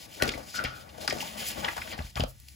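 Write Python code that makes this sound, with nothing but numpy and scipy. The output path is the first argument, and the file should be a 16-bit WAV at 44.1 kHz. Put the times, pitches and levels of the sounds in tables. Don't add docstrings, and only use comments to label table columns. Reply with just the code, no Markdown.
import sys
import numpy as np
from scipy import signal
from scipy.fft import rfft, irfft
from scipy.io import wavfile
from scipy.ndimage import uniform_filter1d

SR = 44100
rng = np.random.default_rng(int(sys.argv[2]) if len(sys.argv) > 2 else 0)


def store_wav(level_fs):
    pcm = np.round(np.clip(np.atleast_2d(level_fs), -1, 1) * 32767)
    wavfile.write(sys.argv[1], SR, pcm.T.astype(np.int16))


def amplitude_ratio(level_db):
    exponent = np.asarray(level_db, float) / 20
    return 10 ** exponent


N = 112454

# (frequency [Hz], density [dB per Hz])
AIR_COLOUR = [(20, -28), (60, 5), (125, -1.5), (250, -11), (500, -33.5), (1000, -23.5), (11000, -20.5),
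              (16000, -25)]
# (frequency [Hz], lead of the left port [rad])
PORT_PHASE = [(0, 0), (350, .8), (600, 1.9), (1100, 2.7), (1400, 2.3), (1800, .4), (3400, .7), (5000, -.5),
              (6300, 0)]
# (frequency [Hz], left minus right [dB])
PORT_BALANCE = [(100, .5), (350, 3), (650, 16), (1300, 4), (2300, 8), (3000, 1), (4400, 8), (6200, 0)]
# (frequency [Hz], width [Hz], gain [linear])
HOLLOW_MODES = [(560, 125, 0.45), (3100, 144, 0.46), (4270, 150, 0.41), (4900, 360, 0.74)]
# (frequency [Hz], level [dB], t60 [s])
TABLE_MODES = [(51, -10, 0.25), (79, -1.5, 0.11), (128.4, -8, 0.48), (170.5, 7, 0.025), (254, 3, 0.064),
               (409, 7.5, 0.031)]
# (time [s], peak level [dB], push length [s])
THUDS = [(.226, -24.5, 0.0012), (0.255, -56, 0.0068), (0.285, -28.5, 0.00057), (0.358, -28, 0.0072),
         (1.581, -33, 0.007), (1.786, -31, 0.006), (1.948, -36, .008), (0.596, -46, 0.0026),
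         (0.648, -25.5, 0.0022), (1.133, -34, 0.0014), (1.991, -28, 0.0018), (2.003, -21, 0.0044),
         (2.047, -29.5, 0.0036), (2.16, -29, 0.0031), (2.175, -23, 0.0046), (2.198, -21.5, 0.0015),
         (2.209, -19.5, 0.0041), (2.2235, -21.5, 0.0024), (2.243, -22, 0.0028)]
# (time [s], level [dB])
HAND_WEIGHT = [(0, -60.5), (.1, -66), (.19, -54.5), (.24, -40), (.4, -51), (.46, -60), (.53, -59),
               (.6, -44.5), (.72, -52.5), (0.878, -60), (1.04, -53.5), (1.2, -46), (1.27, -52),
               (1.45, -51.5), (1.63, -44.5), (1.72, -56), (1.941, -52.5), (2.06, -63.5)]
# (frequency [Hz], density [dB per Hz])
RUSTLE_COLOUR = [(35, -19), (80, -0.5), (240, 5), (420, -7), (650, -3), (1200, -3.5), (2000, -12.5),
                 (4000, -25.5)]
# (frequency [Hz], density [dB per Hz])
HISS_COLOUR = [(700, -12), (2000, -3), (3000, -2.5), (5500, -4.5), (7000, -0.5), (10000, -2), (13000, -3.5),
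               (16000, -6)]
# (start [s], end [s], start level [dB], end level [dB], pitch [Hz])
SLIDES = [(-.02, 0.063, -40, -47, 4320), (0.083, 0.157, -58, -39, 3230), (0.161, 0.427, -47, -53.5, 3870),
          (0.43, 0.56, -48.5, -43.5, 4900), (0.554, 0.688, -34.5, -100, 3770),
          (0.75, 0.838, -43, -56.5, 3820), (0.894, 1.008, -62, -53.5, 3500),
          (1.009, 1.075, -43, -50.5, 4100), (1.08, 1.227, -58, -36, 5600),
          (1.209, 1.364, -39.5, -43.5, 3070), (1.373, 1.515, -34.5, -36, 3080),
          (1.5, 1.757, -39, -42, 2800), (1.754, 1.934, -44.5, -41.5, 3220),
          (1.972, 2.111, -50, -47.5, 4030), (2.377, 2.6, -60, -58, 9500), (2.162, 2.32, -39, -68.5, 2880)]
# (start [s], peak time [s], end [s], peak level [dB])
DRAGS = [
    (0.205, 0.23, 0.38, -35.5),
    (0.544, 0.57, 0.69, -35.5),
    (0.632, 0.662, 0.92, -41.5),
]
# (time [s], level [dB])
SLIPS = [
    (.541, -30),
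    (0.556, -30),
    (.566, -45),
    (.574, -30),
    (0.582, -24.5),
    (0.59, -21.5),
    (0.599, -29.5),
    (.605, -46),
    (0.62, -35),
    (0.628, -36),
]
# (centre time [s], level [dB],
# pitch [Hz], half length [s])
BUCKLES = [(0.254, -47.5, 332, 0.059), (0.323, -45, 4260, 0.0083), (0.571, -39.5, 4440, 0.014),
           (0.653, -34.5, 2090, 0.0084), (0.679, -53.5, 3280, 0.048), (1.109, -36, 1950, 0.0073),
           (1.142, -45, 254, 0.023), (1.21, -46, 2400, 0.01), (1.649, -32.5, 2560, 0.0022),
           (1.65, -35, 1050, 0.018), (1.687, -31, 1380, 0.0065), (1.734, -33.5, 1070, 0.00096),
           (1.781, -38, 1180, 0.0055), (1.82, -37.5, 1620, 0.0038), (1.877, -42, 1200, 0.0033),
           (1.927, -42.5, 2010, 0.016), (1.99, -40, 1450, 0.0043), (2.007, -46.5, 890, 0.012),
           (1.486, -36, 10400, 0.019), (2.294, -51.5, 11500, 0.019), (2.172, -35.5, 1070, 0.0097),
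           (2.207, -35.5, 3100, 0.0029), (2.21, -40, 1080, 0.012)]
# (time [s], peak level [dB], pitch [Hz], ring-out [s])
TICKS = [(0.64, -36, 11000, .002), (.639, -26, 10000, .0015), (.9775, -44, 2800, .002),
         (2.2, -38, 3000, .002), (2.191, -36, 10000, .001), (2.237, -33, 7000, 0.0018),
         (2.484, -35, 10000, 0.0027), (1.088, -24.5, 250, .01), (1.079, -22.5, 1450, 0.0045),
         (0.25, -33, 11000, .003), (2.4, -35, 11000, .002), (.265, -30, 280, 0.013),
         (1.872, -38.5, 3700, 0.011)]
# (time [s], peak level [dB], pitch [Hz], ring-out [s])
POPS = [(.199, -32, 1530, 0.011), (.212, -28, 1520, 0.006), (.639, -32.5, 4600, 0.0027),
        (.647, -31, 2300, 0.0045), (.6545, -38, 4530, 0.0024), (1.0772, -20.5, 5000, 0.0012),
        (1.099, -36, 5050, 0.0031), (1.109, -40, 5000, 0.0028), (1.204, -32, 2830, .005),
        (1.224, -31.5, 936, 0.0034), (1.6455, -24, 3220, 0.0049), (1.646, -26.5, 1870, 0.0038),
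        (1.684, -31, 1840, 0.0033), (1.776, -31, 1680, 0.0054), (1.778, -30.5, 1120, 0.0048),
        (1.817, -32.5, 1930, .004), (1.917, -39, 2840, 0.0022), (1.932, -39, 4200, 0.011),
        (1.989, -41, 2590, 0.0067), (2.021, -42.5, 4130, 0.0062), (2.048, -46, 1530, 0.0028),
        (2.172, -34, 2940, 0.0036), (2.176, -29, 1170, 0.003), (2.204, -22.5, 3100, 0.0021),
        (2.237, -32, 1360, .002)]
# (time [s], peak level [dB], pitch of the sheet [Hz], ring-out [s])
CRACKS = [(0.2224, -8, 1400, 0.0018), (0.2244, -13.5, 443, 0.0024), (.233, -20, 298, 0.003),
          (.255, -28.5, 400, 0.004), (.277, -21, 347, 0.0089), (.291, -35, 322, .006),
          (.345, -34.5, 300, 0.0081), (.375, -34, 660, 0.015), (1.128, -30.5, 307, 0.0092),
          (1.184, -29, 270, 0.0042), (1.229, -31.5, 293, 0.0031), (1.978, -35, 805, 0.0062),
          (0.277, -30, 4300, 0.0047), (0.2901, -21, 2480, 0.0024), (.336, -30, 2180, 0.0067),
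          (.639, -22, 730, 0.0042), (0.891, -43.5, 3000, 0.0098), (0.979, -35.5, 660, 0.0064),
          (1.047, -33, 654, 0.01), (1.0768, -20.5, 4440, 0.0018), (1.0785, -15, 1320, 0.0029),
          (1.098, -24, 4900, 0.0092), (1.125, -24, 675, 0.0042), (1.179, -49, 815, 0.0054),
          (1.573, -36, 684, 0.0085), (1.765, -24.5, 930, 0.0094), (2.156, -26.5, 3660, 0.0019),
          (2.196, -25.5, 700, 0.0049), (2.236, -21, 530, 0.0017), (2.2386, -31.5, 2900, 0.001),
          (2.484, -38.5, 3440, 0.0027)]


def level(x, db):
    return x * amplitude_ratio(db) / np.sqrt(np.mean(x ** 2))


def band(x, hz, width):
    return signal.lfilter(*signal.iirpeak(min(hz, 0.45 * SR), hz / width, fs=SR), x)


def low_pass(x, order, hz):
    return signal.sosfilt(signal.butter(order, hz, fs=SR, output="sos"), x)


def colour(x, table):
    size = 4096
    hz, db = np.array(table).T
    f = np.maximum(np.arange(size // 2 + 1) * SR / size, 1)
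    log_gain = np.interp(np.log(f), np.log(hz), np.maximum(db, -60)) * np.log(10) / 20
    cepstrum = irfft(log_gain)
    cepstrum[1:size // 2] *= 2
    cepstrum[size // 2 + 1:] = 0
    return signal.fftconvolve(x, irfft(np.exp(rfft(cepstrum))))[:len(x)]


def walk(rate):
    hold = int(SR / rate)
    steps = np.repeat(rng.standard_normal(N // hold + 1), hold)[:N]
    return 1.3 * uniform_filter1d(uniform_filter1d(steps, hold), hold)


def fibres(size, scatter_db):
    spread = scatter_db * rng.exponential(size=size).clip(0, 4)
    return level(rng.standard_normal(size) * amplitude_ratio(spread), 0)


def sheet(x, hz, width, broad_db):
    ring = band(band(x, hz, width * hz), hz, 2 * width * hz)
    return 2 * ring + amplitude_ratio(broad_db) * band(x, 2200, 6300)


def room_rumble():
    hz, rumble_db = 68, -57
    noise = rng.standard_normal((2, N))
    shared, side = level(band(band(noise, hz, 33), hz, 63), rumble_db)
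    return (shared + 0.5 * side * np.array([[1], [-1]])) * amplitude_ratio(2 * walk(8))


def room_air():
    return level(colour(rng.standard_normal(N), AIR_COLOUR), -57.5)


def reflect(x, echoes, db):
    energy = (echoes ** 2).sum(1, keepdims=True)
    return signal.fftconvolve(x[None], echoes / np.sqrt(energy))[:, :N] * amplitude_ratio(db)


def room(x):
    t60_s, tail_db = 0.2, -11
    t = np.arange(SR // 2) / SR
    tails = rng.standard_normal((2, len(t))) * amplitude_ratio(-60 * t / t60_s) * (t > 0.002)
    return reflect(x, low_pass(band(tails, 1100, 4500), 8, 5800), tail_db)


def scatter(x):
    decay_s, scatter_db = 0.002, -12
    t = np.arange(SR // 50) / SR
    early = rng.standard_normal((2, len(t))) * np.exp(-t / decay_s)
    return reflect(x, low_pass(early, 6, 6500), scatter_db)


def ports(x):
    flip_hz, flip_width_hz = (7950, 10000, 12200, 14200), 1250
    f = np.arange(N // 2 + 1) * SR / N
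    phase_hz, phase = np.array(PORT_PHASE).T
    balance_hz, balance_db = np.array(PORT_BALANCE).T
    flips = sum(np.clip((f - hz) / flip_width_hz + 0.5, 0, 1) for hz in flip_hz)
    lead = np.interp(f, phase_hz, phase) - np.pi * flips
    left = amplitude_ratio(np.interp(np.log(f + 1), np.log(balance_hz), balance_db) / 2)
    return irfft(rfft(x) * np.array([left, np.exp(-1j * lead) / left]), N)


def hollow(x):
    return sum(gain * band(x, hz, width) for hz, width, gain in HOLLOW_MODES)


def thuds():
    t, push = np.arange(N) / SR, np.zeros(N)
    for time, db, length in THUDS:
        shape = np.exp(-((t - time) / (length / 2)) ** 2)
        push += amplitude_ratio(db) * shape * 2 / (length * SR)
    ring_t, ring = t[:SR // 2], 0
    for hz, db, t60 in TABLE_MODES:
        ring = ring + amplitude_ratio(db) * np.sin(2 * np.pi * hz * ring_t) * amplitude_ratio(-60 * ring_t / t60)
    return signal.fftconvolve(push, ring)[:N] * amplitude_ratio(-10)


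def rub():
    scatter_db, edge_s, peak_db = 3, 0.015, -1.5
    t, slides = np.arange(N) / SR, 0
    gust = 1.5 * walk(25.33)
    hiss = level(colour(fibres(N, scatter_db), HISS_COLOUR), -3)
    hiss = hiss * amplitude_ratio(gust + 1.64 * walk(58.76))
    for start, end, start_db, end_db, hz in SLIDES:
        gate = np.clip(np.minimum(t - start, end - t) / edge_s + 0.5, 0, 1)
        env = gate * amplitude_ratio(np.interp(t, [start, end], [start_db, end_db]))
        slides = slides + env * (0.76 * hiss + amplitude_ratio(peak_db) * band(hiss, hz, 0.48 * hz))
    rustle = level(colour(fibres(N, scatter_db), RUSTLE_COLOUR), 4)
    rustle = rustle * amplitude_ratio(0.5 * gust + 2.8 * walk(45))
    time, db = np.array(HAND_WEIGHT).T
    weight = np.interp(t, np.append(time, time[-1] + 0.1), np.append(db, -90))
    return slides + rustle * amplitude_ratio(weight)


def drags():
    hz, width_hz, slip_s = 1402, 140, 0.0033
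    t, env = np.arange(N) / SR, 0
    for start, peak, end, db in DRAGS:
        swell = np.interp(t, [start, start + 0.002, peak, end], [0, 0.65, 1, 0])
        env = env + amplitude_ratio(db) * swell ** 1.5
    for time, db in SLIPS:
        onset = np.clip((t - time) / 0.0015, 0, 1)
        env = env + amplitude_ratio(db) * onset * np.exp(-np.abs(t - time) / slip_s)
    slip = fibres(N, 2.5) * amplitude_ratio(2.5 * walk(120))
    pair = band(slip, 0.925 * hz, width_hz) - band(slip, 1.034 * hz, width_hz)
    tone = level(band(pair, hz, 400), 0)
    return env * (tone + level(band(slip, 2070, 1500), -12))


def buckles():
    lead_s = 0.1
    out, size = np.zeros(2 * N), SR // 5
    t = np.arange(size) / SR - lead_s
    for time, db, hz, half in BUCKLES:
        i = int((time - lead_s) * SR)
        crackle = sheet(fibres(size, 5), hz, 0.73, -16.5)
        out[i:i + size] += level(crackle, db) * np.exp(-np.abs(t / half) ** 1.37) * amplitude_ratio(3)
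    return out[:N]


def cracks(table, width, broad_db):
    rise_s, scatter_db, gain_db = 0.00042, 4.5, 0.5
    out, size = np.zeros(2 * N), SR // 5
    t = np.arange(size) / SR
    for time, db, hz, length in table:
        env = (1 - np.exp(-t / rise_s)) * np.exp(-t / max(length, 0.001))
        burst = env * fibres(size, scatter_db)
        burst[int(0.0006 * SR)] -= 3
        sound = sheet(burst, hz, width, broad_db)
        i = int(time * SR)
        out[i:i + size] += sound / np.abs(sound).max() * amplitude_ratio(db + gain_db)
    return out[:N]


def scene():
    rumble, air = room_rumble(), room_air()
    snaps = cracks(CRACKS, 0.69, -10.5)
    pops = cracks(POPS, 0.19, -33)
    ticks = cracks(TICKS, 0.91, -8)
    paper = snaps + pops + buckles() + rub()
    paper = paper + hollow(paper) + drags()
    near = paper + ticks + air
    aside = amplitude_ratio(-8.5) * band(snaps, 9300, 4700) * np.array([[1], [0]])
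    return ports(near + thuds()) + rumble + aside + room(paper + air) + scatter(near)


def top_cut(x):
    return signal.sosfilt(signal.butter(12, 17100, fs=SR, output="sos"), x)


def record(dry):
    low_cut_hz, top_hz = 46, 15650
    mix = signal.sosfilt(signal.butter(4, low_cut_hz, "high", fs=SR, output="sos"), dry)
    mix = signal.sosfilt(signal.cheby1(10, 0.5, top_hz, fs=SR, output="sos"), mix)
    return top_cut(mix)


dry = scene()
out = record(dry)
store_wav(out)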